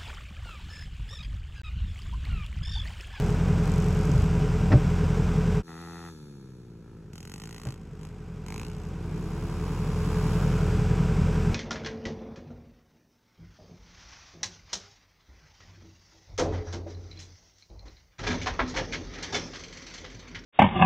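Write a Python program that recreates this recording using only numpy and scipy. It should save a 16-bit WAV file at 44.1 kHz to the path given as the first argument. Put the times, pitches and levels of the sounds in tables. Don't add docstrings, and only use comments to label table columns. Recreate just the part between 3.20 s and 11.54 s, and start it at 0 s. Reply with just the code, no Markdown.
import sys
import numpy as np
from scipy import signal
from scipy.fft import rfft, irfft, next_fast_len
from scipy.io import wavfile

SR = 44100
rng = np.random.default_rng(int(sys.argv[2]) if len(sys.argv) > 2 else 0)


def to_wav(sig):
    pcm = np.clip(np.atleast_2d(sig), -1, 1) * 32767
    pcm = np.round(pcm).astype(np.int16)
    wavfile.write(sys.argv[1], SR, pcm.T)


N = 367794
TIME = np.arange(N) / SR

# (frequency [Hz], relative density [dB])
THRUM = [(45, -30), (70, -10), (95, -2), (125, 2), (165, 1), (215, 0), (255, -5), (340, -8), (420, -8),
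         (500, -15), (600, -30), (800, -45)]
# (frequency [Hz], relative density [dB])
LEADER_BARK = [(480, -2), (590, -6), (680, 8), (830, 16.5), (1000, 7.5), (1150, 10.5), (1320, 18),
               (1550, 5), (1750, 10), (1970, 11.5), (2200, -11), (2550, 2.5), (2900, -12), (3600, -8),
               (4300, -26), (4800, -27)]
# (frequency [Hz], relative density [dB])
CHASER_RASP = [(3100, -2.5), (3700, -22), (4700, -20), (5200, -9), (5700, -6), (6600, 1), (7200, -5),
               (7650, 0), (9000, -22), (10300, -9), (11700, -9), (13000, -27), (14500, -15), (16000, -25)]
# (time [s], speed [firings/s])
DOWNHILL_SPEED = [(2.4318, 83), (2.485, 83), (2.515, 81), (2.55, 81.9), (2.61, 84.6), (2.68, 83.7),
                  (2.74, 84.5), (2.89, 84.2), (2.95, 77.5), (3.05, 73.2), (3.2, 67.5), (3.38, 61.4),
                  (3.6, 55.2), (3.7, 56.4), (3.8, 54.2), (3.98, 48.9), (4.15, 46)]
RAGGED = .4


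def from_db(db):
    return 10 ** (np.asarray(db) / 20)


def rms_one(x):
    return x / np.sqrt(np.mean(x ** 2) + 1e-20)


def in_time(rows):
    return np.interp(TIME, *np.transpose(rows))


def white():
    return rng.standard_normal(N)


def drift(rate_hz):
    r = np.exp(-200 * np.pi * rate_hz / SR)
    slow = signal.lfilter([1], [1, -2 * r, r * r], rng.standard_normal(N // 100 + 1002))[1000:]
    return np.interp(np.arange(N) / 100, np.arange(len(slow)), rms_one(slow))


def colour(x, spectrum):
    size = 2 * next_fast_len(N // 2 + SR // 4)
    hz, db = np.transpose(spectrum)
    octave = np.log2(np.maximum(np.fft.rfftfreq(size, 1 / SR), 1))
    outside = np.abs(octave - np.clip(octave, np.log2(hz[0]), np.log2(hz[-1])))
    density_db = np.interp(octave, np.log2(hz), db) - 30 * np.minimum(outside, 2)
    gain = rms_one(from_db(density_db))
    cepstrum = irfft(np.log(gain))
    cepstrum[1:size // 2] *= 2
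    cepstrum[size // 2 + 1:] = 0
    return irfft(rfft(x, size) * np.exp(rfft(cepstrum)))[..., :N]


def fade(clicks, seconds):
    return signal.lfilter([1], [1, -np.exp(-1 / (seconds * SR))], clicks + 1e-18)


def ring(clicks, hz, t60_s):
    r, w = from_db(-60 / (t60_s * SR)), 2 * np.pi * hz / SR
    return signal.lfilter([0, np.sin(w)], [1, -2 * r * np.cos(w), r * r], clicks + 1e-18)


def open_air(level_db=-64.0, side_db=-31):
    # (frequency [Hz], relative density [dB])
    air_spectrum = [(30, -8), (120, -9), (400, 8), (700, -23), (1400, -22), (2500, -42), (6000, -38),
                    (16000, -35)]
    mid, side = rng.standard_normal((2, N))
    noise = mid + from_db(side_db) * side * [[1], [-1]]
    return from_db(level_db) * colour(noise, air_spectrum)


def every_round(rounds, count):
    shape = rms_one(irfft(np.r_[0, np.exp(2j * np.pi * rng.random(count))], 2 ** 16))
    return np.interp(rounds % 1, np.linspace(0, 1, len(shape)), shape)


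def partly_repeating(rounds, share):
    return np.sqrt(share) * every_round(rounds, count=4000) + np.sqrt(1 - share) * white()


def idle_gain(drop_s=2.385, drop_length_s=0.042, back_s=7.253, swell_db_per_s=7.5):
    held = np.clip(1 - (TIME - drop_s) / drop_length_s, 0, 1)
    swell = from_db(swell_db_per_s * np.minimum(TIME - back_s, 0))
    return np.maximum(held, swell)


def engine_orders(turn, waver_db=1.36):
    # (multiple of the firing rate [1], relative rms level [dB])
    orders = [(1, -29), (1.625, -42.5), (2, -30), (2.25, -38.5), (2.5, -44.5), (2.75, -37.5), (3, -35),
              (3.375, -39.5), (3.5, -38), (3.625, -39.5), (3.75, -35), (4, -31.5), (4.5, -38.5), (5, -44),
              (7, -55.5), (8, -54.5), (9, -58), (9.75, -46), (10, -39.5), (10.8, -49.5), (18, -54),
              (22.7, -55), (113.4, -71)]
    tones = 0
    for multiple, db in orders:
        unsteady = min(multiple / 7, 1)
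        random_start = multiple % 1 > 0 or multiple > 4
        start = rng.uniform(0, 2 * np.pi) * random_start
        phase = multiple * turn + start + .2 * unsteady * drift(3)
        level = from_db(db + waver_db * unsteady * drift(4.4))
        tones = tones + np.sqrt(2) * level * np.cos(phase)
    return tones


def idling_engine(level_db=-0.88, rumble_db=-28.0, clatter_db=-40, throb=0.23, rattle_db=0.76):
    idle_speed = [(0, 42.3), (.3, 42.5), (1.3, 42.5), (1.55, 42.7), (1.8, 42.4), (2.15, 42.8), (3.1, 42.1),
                  (3.5, 42.6), (5.8, 42.65), (6.5, 43.1), (7.2, 43.2), (8.34, 42.55)]
    # (frequency [Hz], relative density [dB])
    rumble_spectrum = [(25, -43), (45, -34), (68, -4.5), (100, -4), (160, -2.5), (195, -4.5), (240, -12.5),
                       (300, -16.5), (370, -18.5), (430, -12.5), (520, -22.5), (650, -41)]
    # (frequency [Hz], relative density [dB])
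    clatter_spectrum = [(310, -22.5), (520, -0.5), (673, -2), (847, -3), (977, -1.5), (1140, -4),
                        (1550, -3.5), (1810, -11.5), (2450, -9.5), (4000, -20), (4500, -21.5),
                        (4820, -18.5), (5600, -18), (7150, -22.5), (7650, -19.5), (8600, -26.5),
                        (9690, -34), (13300, -36), (16000, -42)]
    fired = np.cumsum(in_time(idle_speed) * (1 + .0015 * drift(4))) / SR
    turn, rounds = 2 * np.pi * fired, fired / 8
    gas = partly_repeating(rounds, share=.25)
    valves = partly_repeating(rounds, share=.35)
    rumble = colour(gas * (1 + throb * np.cos(turn)), rumble_spectrum)
    rattle = from_db(rattle_db * every_round(rounds, count=20))
    clatter = colour(valves * rattle, clatter_spectrum)
    engine = engine_orders(turn) + from_db(rumble_db) * rumble + from_db(clatter_db) * clatter
    return from_db(level_db) * idle_gain() * engine


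def bumps(crack_s=0.0094, swell_s=0.0017, lowest_hz=55):
    # (mid time [s], relative thud level [dB], relative crack level [dB], contact time [s])
    hits = [(0.893, -14.5, -53, 0.0022), (0.949, -9, -60, 0.0064), (.99, -2, -60, 0.012),
            (1.026, -2, -64, 0.014), (1.508, -15, -38, .0012), (1.518, -13.5, -23, 0.0014),
            (1.527, -13, -30, .0012), (1.538, -3.5, -44, 0.0013), (1.555, -6, -47, 0.0019),
            (4.456, -29, -44, .0012), (4.47, -25, -44, 0.0018), (4.486, -26, -51, .004)]
    # (mode frequency [Hz], relative level [dB], t60 [s])
    panel_modes = [(88, -16.5, 0.1), (131.3, -1, 0.11), (202, -15, 0.11), (262, -8.5, 0.04),
                   (312.7, -15, 0.16), (410, -19.5, 0.03), (586, -13.5, 0.072), (770, -15, 0.047)]
    crunch_spectrum = [(150, 7), (700, 5.5), (1100, 1), (1400, 3), (2600, -6.5), (3300, -18),
                       (5200, -18.0), (9000, -47)]
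    cracks, pushes = np.zeros(N), np.zeros(N)
    for at_s, thud_db, crack_db, contact_s in hits:
        cracks[int(np.round(at_s * SR))] = from_db(crack_db)
        across = np.clip(2 * (TIME - at_s) / contact_s, -1, 1)
        pushes += from_db(thud_db) * (1 + np.cos(np.pi * across)) / (contact_s * SR)
    highpass = signal.butter(2, lowest_hz, "high", fs=SR, output="sos")
    pushes = signal.sosfilt(highpass, pushes + 1e-18)
    body = sum(from_db(db) * ring(pushes, hz, t60_s) for hz, db, t60_s in panel_modes)
    crunch = fade(fade(cracks, crack_s), swell_s) / (swell_s * SR)
    return body + colour(crunch * white(), crunch_spectrum)


def stone_tick(at_s=4.3, level_db=-57, ring_s=0.0028):
    click = np.zeros(N)
    click[int(at_s * SR)] = from_db(level_db)
    tick_spectrum = [(900, -5), (2300, -13), (3300, 2), (5000, -5), (8000, -8), (14000, -18)]
    return colour(fade(click, ring_s) * white(), tick_spectrum)


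def firings(speed_rows, uneven_db):
    speed = in_time(speed_rows)
    running = (TIME >= speed_rows[0][0]) & (TIME < speed_rows[-1][0])
    count = np.ceil(np.cumsum(speed * running) / SR)
    at = np.flatnonzero(np.diff(count, prepend=0) > 0)
    pulses = np.zeros(N)
    pulses[at] = np.sqrt(SR / speed[at]) * from_db(uneven_db * white()[at])
    return pulses


def throttle(name):
    # (run, starts opening [s], starts shutting [s], opening [0-1], roll time on or off [s])
    twists = [("far", -.05, 0.15, 0.93, 0.048), ("far", 0.386, 1.054, 0.99, 0.053),
              ("downhill", 2.466, 2.89, 0.98, 0.014), ("downhill", 3.6, 3.88, .38, 0.055),
              ("chaser", 3.88, 4.51, 0.93, 0.084), ("chaser", 4.775, 4.855, 0.72, 0.06),
              ("blip", 5.15, 5.41, 0.99, 0.15), ("close", 5.39, 6.52, 0.95, 0.59),
              ("close", 6.3, 7.52, 0.78, 0.37)]
    openings = []
    for who, opens_s, shuts_s, opening, roll_s in twists:
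        if who == name:
            ramp = np.minimum(TIME - opens_s, shuts_s + roll_s - TIME) / roll_s
            openings.append(opening * np.clip(ramp, 0, 1))
    return np.max(openings, axis=0)


def below_top(speed_rows):
    speed = in_time(speed_rows)
    return speed.max() - speed


def loudness_of(name, speed_rows, levels):
    load, slower = throttle(name), below_top(speed_rows)
    return np.array([shut_db + (open_db - shut_db) * load - loss_db * slower
                     for shut_db, open_db, loss_db in levels])


def through_silencer(pulses, corner_hz=700, count=5):
    r = np.exp(-2 * np.pi * corner_hz / SR)
    for _ in range(count):
        pulses = signal.lfilter([-r, 1], [1, -r], pulses + 1e-18)
    return pulses


def bike(pulses, loudness, pipe, bark_spectrum, rasp_spectrum, rough, puff_s, spray_db,
         crisp=0.47, side_db=1.5, swell_s=0.0004):
    # (frequency [Hz], relative density [dB])
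    side_spectrum = [(1800, -8), (3200, -5.5), (4400, 3), (5800, -4), (7000, -17), (8200, -2), (9800, -5),
                     (11200, -26), (12400, -8), (14000, -12), (15500, -23)]
    thrum_db, bark_db, rasp_db = loudness
    power = pulses ** 2
    puffs = np.sqrt(fade(fade(power, puff_s), swell_s) / (puff_s * SR * swell_s * SR))
    spray = np.sqrt(fade(power, 0.0096) / (0.0021 * SR))
    gas = (puffs + from_db(spray_db) * spray) / (1 + from_db(spray_db))
    pops = through_silencer(pulses)
    thrum = colour((pops + rough / 4 * spray * white()) * from_db(thrum_db), pipe)
    bark = colour((pops + rough * gas * white()) * from_db(bark_db), bark_spectrum)
    rasp = colour((crisp * pulses + gas * white()) * from_db(rasp_db - 1), rasp_spectrum)
    side = colour(gas * white() * from_db(rasp_db + side_db), side_spectrum)
    return thrum + bark + rasp + side * [[1], [-1]]


def intake_honk(pulses, speed_rows, level_db, start_hz, end_hz, ring_s, scatter):
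    speed = in_time(speed_rows)
    pop = np.cumsum(pulses > 0)
    detune, strength = rng.standard_normal((pop[-1] + 1, 2))[pop].T
    since_s = TIME - np.maximum.accumulate(TIME * (pulses > 0))
    hz = np.interp(speed, [speed.min(), speed.max()], [start_hz, end_hz]) * np.exp(scatter * detune)
    level = from_db(level_db + 2 * strength) * (pop > 0)
    return level * np.exp(-since_s / ring_s) * np.sin(2 * np.pi * hz * since_s)


def far_bike():
    # (time [s], speed [firings/s])
    far_speed = [(0, 48), (.456, 48.5), (.7, 47.5), (1.08, 48)]
    # (shut [dB], open [dB], loss below top speed [dB per firing/s])
    far_levels = [(-78, -75, 6), (-87, -79, 12), (-88, -54.5, 1)]
    loudness = loudness_of("far", far_speed, far_levels)
    return bike(firings(far_speed, uneven_db=-1.0), loudness, THRUM, LEADER_BARK, CHASER_RASP, RAGGED,
                puff_s=0.00051, spray_db=-19, crisp=.2, side_db=-1.5)


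def overrun(pulses, presence_db, top_db=-59.5, loss_db=0.5, lift_db=15, puff_s=0.0061):
    # (frequency [Hz], relative density [dB])
    overrun_spectrum = [(650, -6), (880, 17), (1080, 5), (1330, 20), (1500, 7), (1700, 16), (2000, -4),
                        (2600, -14)]
    load = throttle("downhill")
    light = np.clip(2 * (1 - load), 0, 1)
    level_db = top_db + lift_db * load + presence_db - loss_db * below_top(DOWNHILL_SPEED)
    gas = np.sqrt(fade(pulses ** 2, puff_s) / (puff_s * SR))
    puffs = through_silencer(pulses) + RAGGED * gas * white()
    return colour(puffs * light * from_db(level_db), overrun_spectrum)


def downhill_bike(pan_db=1.0):
    # (time [s], relative level [dB])
    presence = [(2.43, -9), (2.495, -0.5), (3.9, -1), (4.15, -19)]
    # (shut [dB], open [dB], loss below top speed [dB per firing/s])
    downhill_levels = [(-44, -42.5, 0.13), (-90, -48.5, 0.38), (-63.5, -62.5, 0.57)]
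    # (frequency [Hz], relative density [dB])
    leader_thrum = [(45, -50), (80, -3.5), (125, 6.5), (170, 5), (215, 3.5), (255, -4.5), (340, -0.5),
                    (420, -6), (500, -11), (600, -29), (800, -32)]
    leader_rasp = [(2500, 5.5), (2950, -8), (3550, 9), (3950, 2.5), (4350, 8.5), (4900, -27), (5700, 7.5),
                   (6800, 6.5), (7900, 0.5), (9000, -29), (10200, 2.5), (11800, -2.5), (13000, -33),
                   (14500, -4), (16000, -36)]
    pulses, presence_db = firings(DOWNHILL_SPEED, uneven_db=0.0), in_time(presence)
    loudness = loudness_of("downhill", DOWNHILL_SPEED, downhill_levels) + presence_db
    engine = bike(pulses, loudness, leader_thrum, LEADER_BARK, leader_rasp, rough=.25,
                  puff_s=0.022, spray_db=2, side_db=1.5)
    return (engine + overrun(pulses, presence_db)) * from_db([[pan_db / 2], [-pan_db / 2]])


def chasing_bike():
    # (time [s], speed [firings/s])
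    chaser_speed = [(3.9326, 44.1), (3.99, 40), (4.09, 46.1), (4.14, 47.6), (4.26, 55.7), (4.5, 56.4),
                    (4.58, 55.2), (4.7, 48.8), (4.8, 50.5), (4.85, 53), (5.24, 50)]
    # (shut [dB], open [dB], loss below top speed [dB per firing/s])
    chaser_levels = [(-50, -48, 0.043), (-70, -53.5, 0.22), (-75.5, -56.5, 0.016)]
    # (frequency [Hz], relative density [dB])
    chaser_bark = [(450, -22), (620, -14), (780, -2), (950, -4), (1180, 0), (1390, 4), (1650, -7),
                   (1900, 1), (2320, -10), (2620, -2), (2870, -10), (3150, -6), (3450, -17), (4200, -16),
                   (4900, -30)]
    pulses = firings(chaser_speed, uneven_db=1.95)
    loudness = loudness_of("chaser", chaser_speed, chaser_levels)
    engine = bike(pulses, loudness, THRUM, chaser_bark, CHASER_RASP, RAGGED,
                  puff_s=0.0012, spray_db=-14, crisp=0.11, side_db=0.5)
    return engine + intake_honk(pulses, chaser_speed, loudness[1] + 14,
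                                start_hz=1430, end_hz=1320, ring_s=.0009, scatter=.1)


def throttle_blip():
    # (time [s], speed [firings/s])
    blip_speed = [(5.2635, 49.2), (5.31, 50.9), (5.37, 54.9), (5.43, 57.9), (5.49, 61), (5.7, 56)]
    # (shut [dB], open [dB], loss below top speed [dB per firing/s])
    blip_levels = [(-52, -41.5, .05), (-69, -50.5, 0.097), (-67, -55, 0.14)]
    # (frequency [Hz], relative density [dB])
    blip_bark = [(450, -28), (750, 4), (1020, 10), (1350, -1), (1800, -16), (2300, -5), (2800, -12),
                 (3400, -23), (4100, -5), (4800, -28)]
    pulses = firings(blip_speed, uneven_db=0.2)
    loudness = loudness_of("blip", blip_speed, blip_levels)
    engine = bike(pulses, loudness, THRUM, blip_bark, CHASER_RASP, RAGGED,
                  puff_s=0.00065, spray_db=-12, crisp=0.33, side_db=1.0)
    return engine + intake_honk(pulses, blip_speed, loudness[1] + 16,
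                                start_hz=2150, end_hz=2760, ring_s=0.0015, scatter=.015)


def close_pass(closest_s=7.044, closest_m=1.76, pass_m_per_s=6.2, thrum_dip_db=10,
               tailpipe_db=1.5, bark_shadow_db=11):
    # (time [s], speed [firings/s])
    pass_speed = [(5.6, 50), (5.78, 56), (5.95, 60), (6.08, 64.9), (6.18, 67.2), (6.26, 67.7), (6.4, 71.2),
                  (6.47, 74.5), (6.56, 71.8), (6.68, 70), (6.8, 69.3), (6.9, 72.2), (7.03, 73.4),
                  (7.15, 76.7), (7.3, 77.3), (7.45, 79.1), (7.6, 78.8), (7.9, 74.1), (8.34, 69)]
    # (shut [dB], open [dB], loss below top speed [dB per firing/s])
    close_levels = [(-61, -39, 0.057), (-59, -38, 0.34), (-68.5, -50.5, 0.041)]
    # (frequency [Hz], relative density [dB])
    pass_thrum = [(60, -22), (140, -12), (230, -7), (285, 0), (330, 3), (365, 2), (410, -10), (550, -17),
                  (700, -26)]
    pass_bark = [(450, -24), (780, -16), (830, -8), (880, 4), (940, 4), (985, 1), (1040, 4), (1110, 1),
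                 (1180, 2), (1300, -3), (1450, -13), (1650, -10), (1900, -18), (2500, -18), (3200, -22),
                 (4800, -31)]
    pass_rasp = [(2000, 6.5), (3500, -1), (4400, -17), (5700, -2), (6900, 4.5), (8000, -2.5), (9100, -35),
                 (10200, 1), (11800, -2.5), (13000, -23), (14500, -8), (16000, -8)]
    tailpipe_spectrum = [(420, -8), (540, 4), (640, 2), (800, -8), (1100, -10), (1350, 4), (1600, -1),
                         (1820, -11), (2100, -24), (3000, -22)]
    along_m = pass_m_per_s * (TIME - closest_s)
    distance_m = np.hypot(closest_m, along_m)
    spread_db = 20 * np.log10(distance_m / closest_m)
    dip_db = thrum_dip_db * closest_m / distance_m
    loudness = loudness_of("close", pass_speed, close_levels) - np.array([dip_db, spread_db, spread_db])
    pulses = firings(pass_speed, uneven_db=.5)
    behind = np.clip(along_m / distance_m, 0, 1)
    tailpipe = colour(pulses * behind * from_db(loudness[1] + tailpipe_db), tailpipe_spectrum)
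    loudness[1] -= bark_shadow_db * behind
    return tailpipe + bike(pulses, loudness, pass_thrum, pass_bark, pass_rasp, rough=.15,
                           puff_s=0.0036, spray_db=-22, side_db=1.0)


def at_the_ports(x):
    # (frequency [Hz], lead of the right port [rad])
    port_lead = [(100, -0.072), (300, 0.44), (600, 0.72), (1200, -0.089), (2200, -0.69), (3500, -0.074)]
    size = 2 * next_fast_len(N // 2 + SR // 4)
    lead = np.interp(np.fft.rfftfreq(size, 1 / SR), *np.transpose(port_lead))
    return irfft(rfft(x, size) * np.exp(.5j * lead * [[-1], [1]]))[:, :N]


def scene():
    bikes = far_bike() + downhill_bike() + chasing_bike() + throttle_blip() + close_pass()
    return open_air() + idling_engine() + bumps() + at_the_ports(bikes + stone_tick())


def record(dry):
    bass_cut = signal.butter(2, 18, "high", fs=SR, output="sos")
    top_cut = signal.ellip(12, .1, 90, 15900, fs=SR, output="sos")
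    return signal.sosfilt(top_cut, signal.sosfilt(bass_cut, dry))


dry = scene()
out = record(dry)
to_wav(out)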